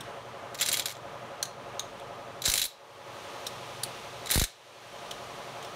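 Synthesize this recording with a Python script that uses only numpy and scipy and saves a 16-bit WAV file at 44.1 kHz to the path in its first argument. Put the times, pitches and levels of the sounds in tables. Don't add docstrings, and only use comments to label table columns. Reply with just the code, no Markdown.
import sys
import numpy as np
from scipy import signal
from scipy.fft import rfft, irfft, next_fast_len
from scipy.io import wavfile
from scipy.ndimage import map_coordinates

SR = 44100
rng = np.random.default_rng(int(sys.argv[2]) if len(sys.argv) > 2 else 0)


def boost(x):
    u = np.asarray(x, float) / 20
    return 10 ** u


def file_out(sig):
    cols = np.atleast_2d(sig).T
    lim = np.clip(cols, -1, 1)
    pcm = np.round(lim * 32767).astype(np.int16)
    wavfile.write(sys.argv[1], SR, pcm)


N = 253575

# time in seconds, strokes per second.
STROKES = [(0, 11.36), (1.5, 11.4), (2.4, 11.36), (3.2, 11.28), (5.75, 11.24)]
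# mode in Hz, width in Hz, dB per stage, lag after stroke in seconds.
CASING = [(368, 26, -4, .014), (452, 14, -1.5, .05), (555, 25, 0.3, .011), (593, 12, -1.3, .012),
          (695, 17, 1.4, .002), (834, 22, -1.3, .03), (975, 30, -2.5, .048), (1030, 20, -2, .025),
          (1120, 18, -2.5, .07), (1238, 18, -2, .08)]
# frequency in Hz, level in dB per Hz.
DRONE = [(200, -57), (330, -11.5), (500, -8.5), (1000, -9), (1300, -10.5), (1650, -14), (3200, -22.5),
         (5000, -44), (8000, -120)]
# frequency in Hz, level in dB per Hz.
HISS = [(900, -32), (1500, -6), (2300, -3), (3200, -2), (4300, -5.5), (4900, -9.5), (6000, -8.5),
        (7000, -12.5), (7600, -15.5), (9500, -15), (10600, -21), (13400, -22), (15800, -30)]
# time in seconds, level in dB.
AIR = [(0, -55.5), (2.5, -55.5), (2.75, -53.5), (3.5, -50.5), (5.75, -51.5)]
# frequency in Hz, level in dB per Hz.
RUMBLE = [(15, -39), (35, -26), (50, -12), (70, -17.5), (120, -7), (200, -10), (320, -12), (450, -65),
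          (800, -120)]
# time in seconds, pitch in Hz, level in dB.
WHISTLE = [(2.7, 13450, -95), (2.85, 13420, -82), (3.05, 13380, -79), (3.25, 13300, -78),
           (3.45, 13270, -80), (3.7, 13250, -92)]
# deepest point in seconds, depth in dB (negative lifts the gain).
DUCKS = [(0, -3), (.2, 2), (.9, 4.5), (1.5, 2.8), (2.7, 13), (4.51, 14.5)]
# frequency in Hz, T60 in seconds.
WALLS = [(1000, 0.33), (4000, 0.36), (7000, 0.28), (12000, 0.19)]
# start in seconds, level in dB, sign of the swing, dullness exponent.
JOLTS = [(2.4782, -28, -0.96, 0.17), (4.3556, -20, 0.92, 0.16), (4.3761, -18.5, -1, 0.15),
         (4.4146, -20, 0.74, 0.11), (4.4393, -47, 0.93, .1)]
# time in seconds, level in dB.
GEARS = [
    [(0.57, -51), (0.618, -33), (0.73, -65), (0.768, -57), (0.86, -60), (0.98, -66)],
    [(2.435, -40), (2.565, -38), (2.68, -58)],
    [(4.285, -49), (4.345, -46), (4.47, -64)],
]
# start in seconds, peak in dB, low mode in Hz, middle mode in Hz,
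# high share in dB.
CLICKS = [(0.0064, -31, 3570, 5470, -14), (1.427, -14, 4270, 6140, -17.5), (1.454, -30.5, 3990, 6100, -23),
          (1.7945, -17.5, 3730, 6440, -21), (1.9974, -40, 3380, 5350, -13), (3.466, -21, 3920, 5350, -13),
          (3.479, -37, 4030, 5270, -11), (3.8336, -16.5, 4440, 9400, -13), (5.1099, -26.5, 3240, 5600, -29),
          (5.113, -29.5, 3300, 7200, -37), (5.6266, -35.5, 3400, 6560, -22),
          (5.647, -35.5, 3400, 5320, -26)]
# mode in Hz, width in Hz, level in dB.
BIT = [(8380, 360, 0.5), (11200, 270, -14), (12500, 250, -13), (14500, 430, -32)]
# mode in Hz, width in Hz, level in dB.
ANVIL = [(2200, 200, -6), (3350, 150, .5), (3960, 110, -2.5), (6050, 220, 2), (7380, 180, -4),
         (8450, 200, -3), (9550, 200, -3), (11500, 250, -1.5)]
LOOSE_PLATE_DB = [2.5, 4.5, -1, 0, 0, 0, 0, 0]
# frequency in Hz, level in dB per Hz.
STEEL = [(120, -20), (250, -9.5), (1000, -12.5), (1600, 0.5), (3100, -6), (4000, -1), (4900, -5.5),
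         (6200, -5), (9000, -6.5), (12500, -4.5), (15800, -13.5)]
# first blow in seconds, gap in seconds, peak in dB, low share in dB, high share in dB.
HAMMERING = [
    (.6607, .0272, -17, -10, -12),
    (2.459, .0196, -16, -14, -9.5),
    (4.3166, .0197, -17, -8.5, -10),
]
BLOW_COUNTS = [6, 9, 6]
BLOW_T60_S = [.058, .07, .085]
# second lug early by seconds, louder by dB.
LUGS = [(.0018, 2.5), (0.0012, -3.7), (0, -3)]
# late by seconds, weaker by dB.
LAST = [(.0328, .3), (.004, 4), (.0034, -.5)]
# start in seconds, peak in dB, high share in dB, loudest region in Hz.
TAKE_UP = [(0.5444, -32, -9, 3860), (0.55, -30, -22, 3320), (2.4189, -23.5, -10, 5940),
           (4.258, -29, -11, 3940), (4.269, -26, -16, 3890)]
# start in seconds, peak in dB, high share in dB, loudest region in Hz.
SPIN_UP = [(0.5877, -29, -22, 3910), (0.5988, -24, -18, 3440), (.61, -14.5, -8.5, 7390),
           (0.6156, -17, -8, 7540), (.6256, -17, -27, 3530), (2.4398, -25, -26, 6200),
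           (2.448, -25, -21, 6060), (2.4541, -15, -17, 3930), (4.292, -26, -17, 3930),
           (4.3103, -12.5, -1, 10000)]
# start in seconds, peak in dB, high share in dB, loudest region in Hz.
REBOUNDS = [(.673, -25, -11, 3300), (0.7277, -14.5, -2.5, 9700), (0.82, -28.5, -22, 3040),
            (2.482, -16, -10, 3940), (2.4902, -22, -12, 5800), (2.6254, -23, -18, 11800),
            (2.6514, -21, -5, 3990), (4.343, -15.5, -4, 4220), (4.447, -29, -21, 3860)]
# start in seconds, peak in dB, high share in dB, loudest region in Hz.
SETTLE = [(.951, -40, -26, 6060), (.967, -42, -25, 6000), (4.302, -18.5, -13, 2050)]

MACHINE_DB = -44
GRAB_DB_PER_S, RECOVER_DB_PER_S, TREBLE_SHARE, TREBLE_LAG_S = 80, 28, 0.74, 0.036
AIR_EDGE_HZ, AIR_BRIGHTENS = 1940, 0.42
SHANK_HZ, SHANK_DB = 9700, -1
MIDDLE_DB_PER_HZ = .014
BLOW_RISE_S, CLICK_RISE_S = .0005, .001
CRACK, CRACK_S = .45, .0012
STANDS_OUT_DB = -2
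LOOSE_UNTIL_S = 1
LEAD_S, LEAD_DB = 0.0068, -9.5
CHATTER_S, CHATTER_EXTRA_S, CHATTER_DB, CHATTER_FADE_DB = .009, .0057, -27.5, .24
GRAZE_T60_S, LAST_T60_S = .028, .048
KNOCK_T60_S, T60_PER_DB = .044, .0022


def unit(x):
    return x / np.sqrt(np.mean(x ** 2) + 1e-20)


def along(points, hz):
    f, v = np.transpose(points)
    return np.interp(np.log(hz + 1), np.log(f + 1), v)


def curves(rows):
    s, *cols = np.transpose(rows)
    outside = -120 if s[0] > 0 else None
    return [np.interp(np.arange(N) / SR, s, c, left=outside, right=outside) for c in cols]


def wobble(rate_hz):
    knots = rng.standard_normal(int(N * rate_hz / SR) + 4)
    return map_coordinates(knots, [np.arange(N) * rate_hz / SR])


def filtered(x, response):
    m = next_fast_len(len(x) + 8192)
    return irfft(rfft(x, m) * response(np.fft.rfftfreq(m, 1 / SR)), m)[:len(x)]


def resonances(modes, f):
    total = 0
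    for k, (hz, width, db) in enumerate(modes):
        damping = 1j * f * width
        total = total + (-1) ** k * boost(db) * damping / (hz * hz - f * f + damping)
    return total


def noise(spectrum):
    return unit(filtered(rng.standard_normal(N), lambda f: boost(along(spectrum, f))))


def duck_db(lag_s):
    t = np.arange(N) / SR - lag_s
    total = 0
    for s, db in DUCKS:
        recovered = np.maximum(GRAB_DB_PER_S * (s - t), RECOVER_DB_PER_S * (t - s))
        total = total - np.sign(db) * np.clip(abs(db) - recovered, 0, None)
    return total


def machine(turns):
    knocks = np.diff(np.floor(turns + .08), prepend=0) * boost(1.2 * wobble(11))

    def far(f):
        return boost(along([(250, -25), (350, 0), (1300, 0), (1800, -30), (4000, -120)], f))

    def panels(f):
        return sum(resonances([(hz, width, db)], f) ** 2 * np.exp(-2j * np.pi * f * lag_s)
                   for hz, width, db, lag_s in CASING)

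    casing = filtered(knocks, lambda f: far(f) * panels(f))
    t = np.arange(SR // 2) / SR
    echo = rng.standard_normal(len(t)) * (1 - np.exp(-t / .03)) * boost(-60 * t / .6)
    hall = signal.fftconvolve(knocks, echo)[:N]
    hall = filtered(hall, lambda f: far(f) * boost(along(DRONE, f)))
    drone = noise(DRONE) * boost(.8 * wobble(8))
    return boost(-4.5) * unit(casing) + boost(-6) * unit(hall) + boost(-4.5) * drone


def mains_hum(turns):
    beat = 1 + 0.91 * np.cos(4 * np.pi * turns + 1.0)
    return beat * np.sin(2 * np.pi * 120.0 * np.arange(N) / SR) * boost(3.7 * wobble(7))


def air():
    hiss, (level_db,) = noise(HISS), curves(AIR)
    top = filtered(hiss, lambda f: f > AIR_EDGE_HZ)
    return hiss + (boost(AIR_BRIGHTENS * (level_db - level_db.max())) - 1) * top


def whistle():
    hz, db = curves(WHISTLE)
    phase = 2 * np.pi * np.cumsum(np.abs(hz) + 60 * wobble(60)) / SR
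    return boost(db + 1.5 + 2.5 * wobble(40)) * np.sin(phase)


def workshop():
    machine_db = MACHINE_DB + duck_db(0)
    hiss_db = curves(AIR)[0] + TREBLE_SHARE * duck_db(TREBLE_LAG_S)
    turns = np.cumsum(curves(STROKES)[0]) / SR + .27
    bass = boost(-13.5) * mains_hum(turns) + boost(-12.0) * noise(RUMBLE)
    bass = bass * boost(.5 * (machine_db - np.median(machine_db)))
    throb = boost(machine_db + 0.5) * (machine(turns) + bass)
    return throb + boost(hiss_db + 2.5 + 0.36 * wobble(5.3)) * air() + whistle()


def room(x):
    hz, t, z = signal.stft(rng.standard_normal(SR // 2), SR, nperseg=256)
    decay = boost(-60 * t / along(WALLS, hz)[:, None])
    tail = signal.istft(z * decay, SR, nperseg=256)[1]
    return signal.fftconvolve(np.pad(x, (300, 0)), tail / np.linalg.norm(tail))[:N]


def jolts():
    out, t = np.zeros(N + SR), np.arange(1, SR // 20) / SR
    faint = [(s, db - 34.5, rng.choice([-1, 1]), .1) for s, db, *_ in blows() if s > 2.5]
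    for s, db, sign, dull in list(JOLTS) + faint:
        swing = np.cos(np.pi * np.log2(t / 0.0072)) * (t / 0.016) ** dull
        swing = swing * np.exp(-(t / 0.023) ** 2) * (1 - np.exp(-(t / 0.00022) ** 2))
        out[round(s * SR):][:len(t)] += np.sign(sign) * boost(db) * swing
    return out[:N]


def gears():
    level = sum(boost(curves(burst)[0]) for burst in GEARS)
    rattle = rng.standard_normal(N) * boost(7.3 * wobble(330))
    rattle = filtered(rattle, lambda f: boost(along(STEEL, f)) + boost(-3) * resonances(ANVIL, f))
    return level * boost(-2.0) * unit(rattle)


def strike(s, db, t60_s, rise_s, broad, ring):
    t = np.arange(SR // 8) / SR
    grains = boost(2.5 * np.interp(t, np.arange(200) / 900, rng.standard_normal(200)))
    force = (1 + CRACK * np.exp(-t / CRACK_S)) * (1 - np.exp(-t / rise_s)) * boost(-60 * t / t60_s)
    spray = rng.standard_normal(len(t)) * grains * force
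    hit = filtered(spray * boost(-8 * t / t60_s), broad) + filtered(spray, ring)
    onset_rms = np.sqrt(np.mean(hit[:SR // 200] ** 2))
    return np.pad(boost(db) * hit / onset_rms, (round(s * SR), N))[:N]


def bit():
    out = np.zeros(N)
    for s, db, low_hz, middle_hz, high_db in CLICKS:
        middle_db = min(0, MIDDLE_DB_PER_HZ * (low_hz - 3900))
        modes = [(low_hz, 450, 0), (middle_hz, 300, middle_db), (SHANK_HZ, 300, high_db + SHANK_DB)]
        modes += [(hz, width, level + high_db + 8.5) for hz, width, level in BIT]
        contact = [(700, -41), (1500, -11.5), (3000, -31), (7000, -12.5),
                   (12000, high_db - 37.0), (15500, high_db - 40)]

        def ring(f):
            return sum(resonances([mode], f) for mode in modes) * boost(along([(1500, -10), (3000, 0)], f))

        out += strike(s, db - 9.5, 0.034, CLICK_RISE_S, lambda f: boost(along(contact, f)), ring)
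    return out


def blows():
    rows = []
    bursts = zip(HAMMERING, BLOW_T60_S, BLOW_COUNTS, LUGS, LAST)
    for (first, gap, db, low, high), t60_s, count, (early, lug_db), (late, weak_db) in bursts:
        for k in range(count):
            lug = k % 2
            rows.append((first + k * gap - early * lug, db + lug_db * (lug - .5), low, high, t60_s, None))
        rows.append((first + count * gap + late, db - weak_db, low, high, LAST_T60_S, None))

    def low_db(s):
        return min(HAMMERING, key=lambda burst: abs(burst[0] - s))[3]

    count, graze_hz = BLOW_COUNTS[0], ANVIL[1][0]
    soft = [(s - LEAD_S, db + LEAD_DB, high, graze_hz)
            for k, (s, db, _, high, *_) in enumerate(rows[:count]) if k not in (2, 3)]
    chatter_s = rows[count][0] + np.cumsum(CHATTER_S + CHATTER_EXTRA_S * .5 ** np.arange(6))
    soft += [(s, CHATTER_DB - CHATTER_FADE_DB * k * k, HAMMERING[0][4], graze_hz)
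             for k, s in enumerate(chatter_s)]
    rows += [(s, db, low_db(s), high, GRAZE_T60_S, hz) for s, db, high, hz in soft + list(SETTLE)]
    for s, db, high, hz in list(TAKE_UP) + list(SPIN_UP) + list(REBOUNDS):
        rows.append((s, db, low_db(s), high, KNOCK_T60_S + T60_PER_DB * (db + 28), hz))
    return rows


def hammer():
    out = np.zeros(N)
    for s, db, low_db, high_db, t60_s, loud_hz in blows():
        loud_hz = loud_hz or ANVIL[rng.choice([1, 2, 3, 3, 4, 5, 6, 7])][0]
        struck = []
        for (hz, width, level), loose_db in zip(ANVIL, LOOSE_PLATE_DB):
            level = level + (s < LOOSE_UNTIL_S) * loose_db + rng.normal(0, 3)
            struck.append((hz * rng.normal(1, .01), width, level))

        def tilt(f):
            return boost(along([(2000, low_db + 4.5), (3200, .3), (7000, 0), (10000, high_db + 7.5)], f))

        def broad(f):
            return tilt(f) * boost(along(STEEL, f)) + boost(STANDS_OUT_DB) * resonances([(loud_hz, 300, 0)], f)

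        def ring(f):
            return tilt(f) * boost(-0.5) * resonances(struck, f)

        out += strike(s, db - 8.5, t60_s, BLOW_RISE_S, broad, ring)
    return out


def scene():
    driver = hammer() + bit() + gears()
    return (driver + boost(-15) * room(driver) + jolts() + workshop())[None]


def low_pass(x):
    return signal.sosfilt(signal.butter(12, 16650, fs=SR, output="sos"), x)


def record(dry):
    squeezed = dry[0] / (1 + np.abs(dry[0] / .21) ** 5) ** (1 / 5)
    top_cut = [(15700, 0), (15950, -35), (16600, -55), (16800, -120)]
    mix = filtered(squeezed, lambda f: boost(along(top_cut, f)))
    return low_pass(mix[None])


dry = scene()
out = record(dry)
file_out(out)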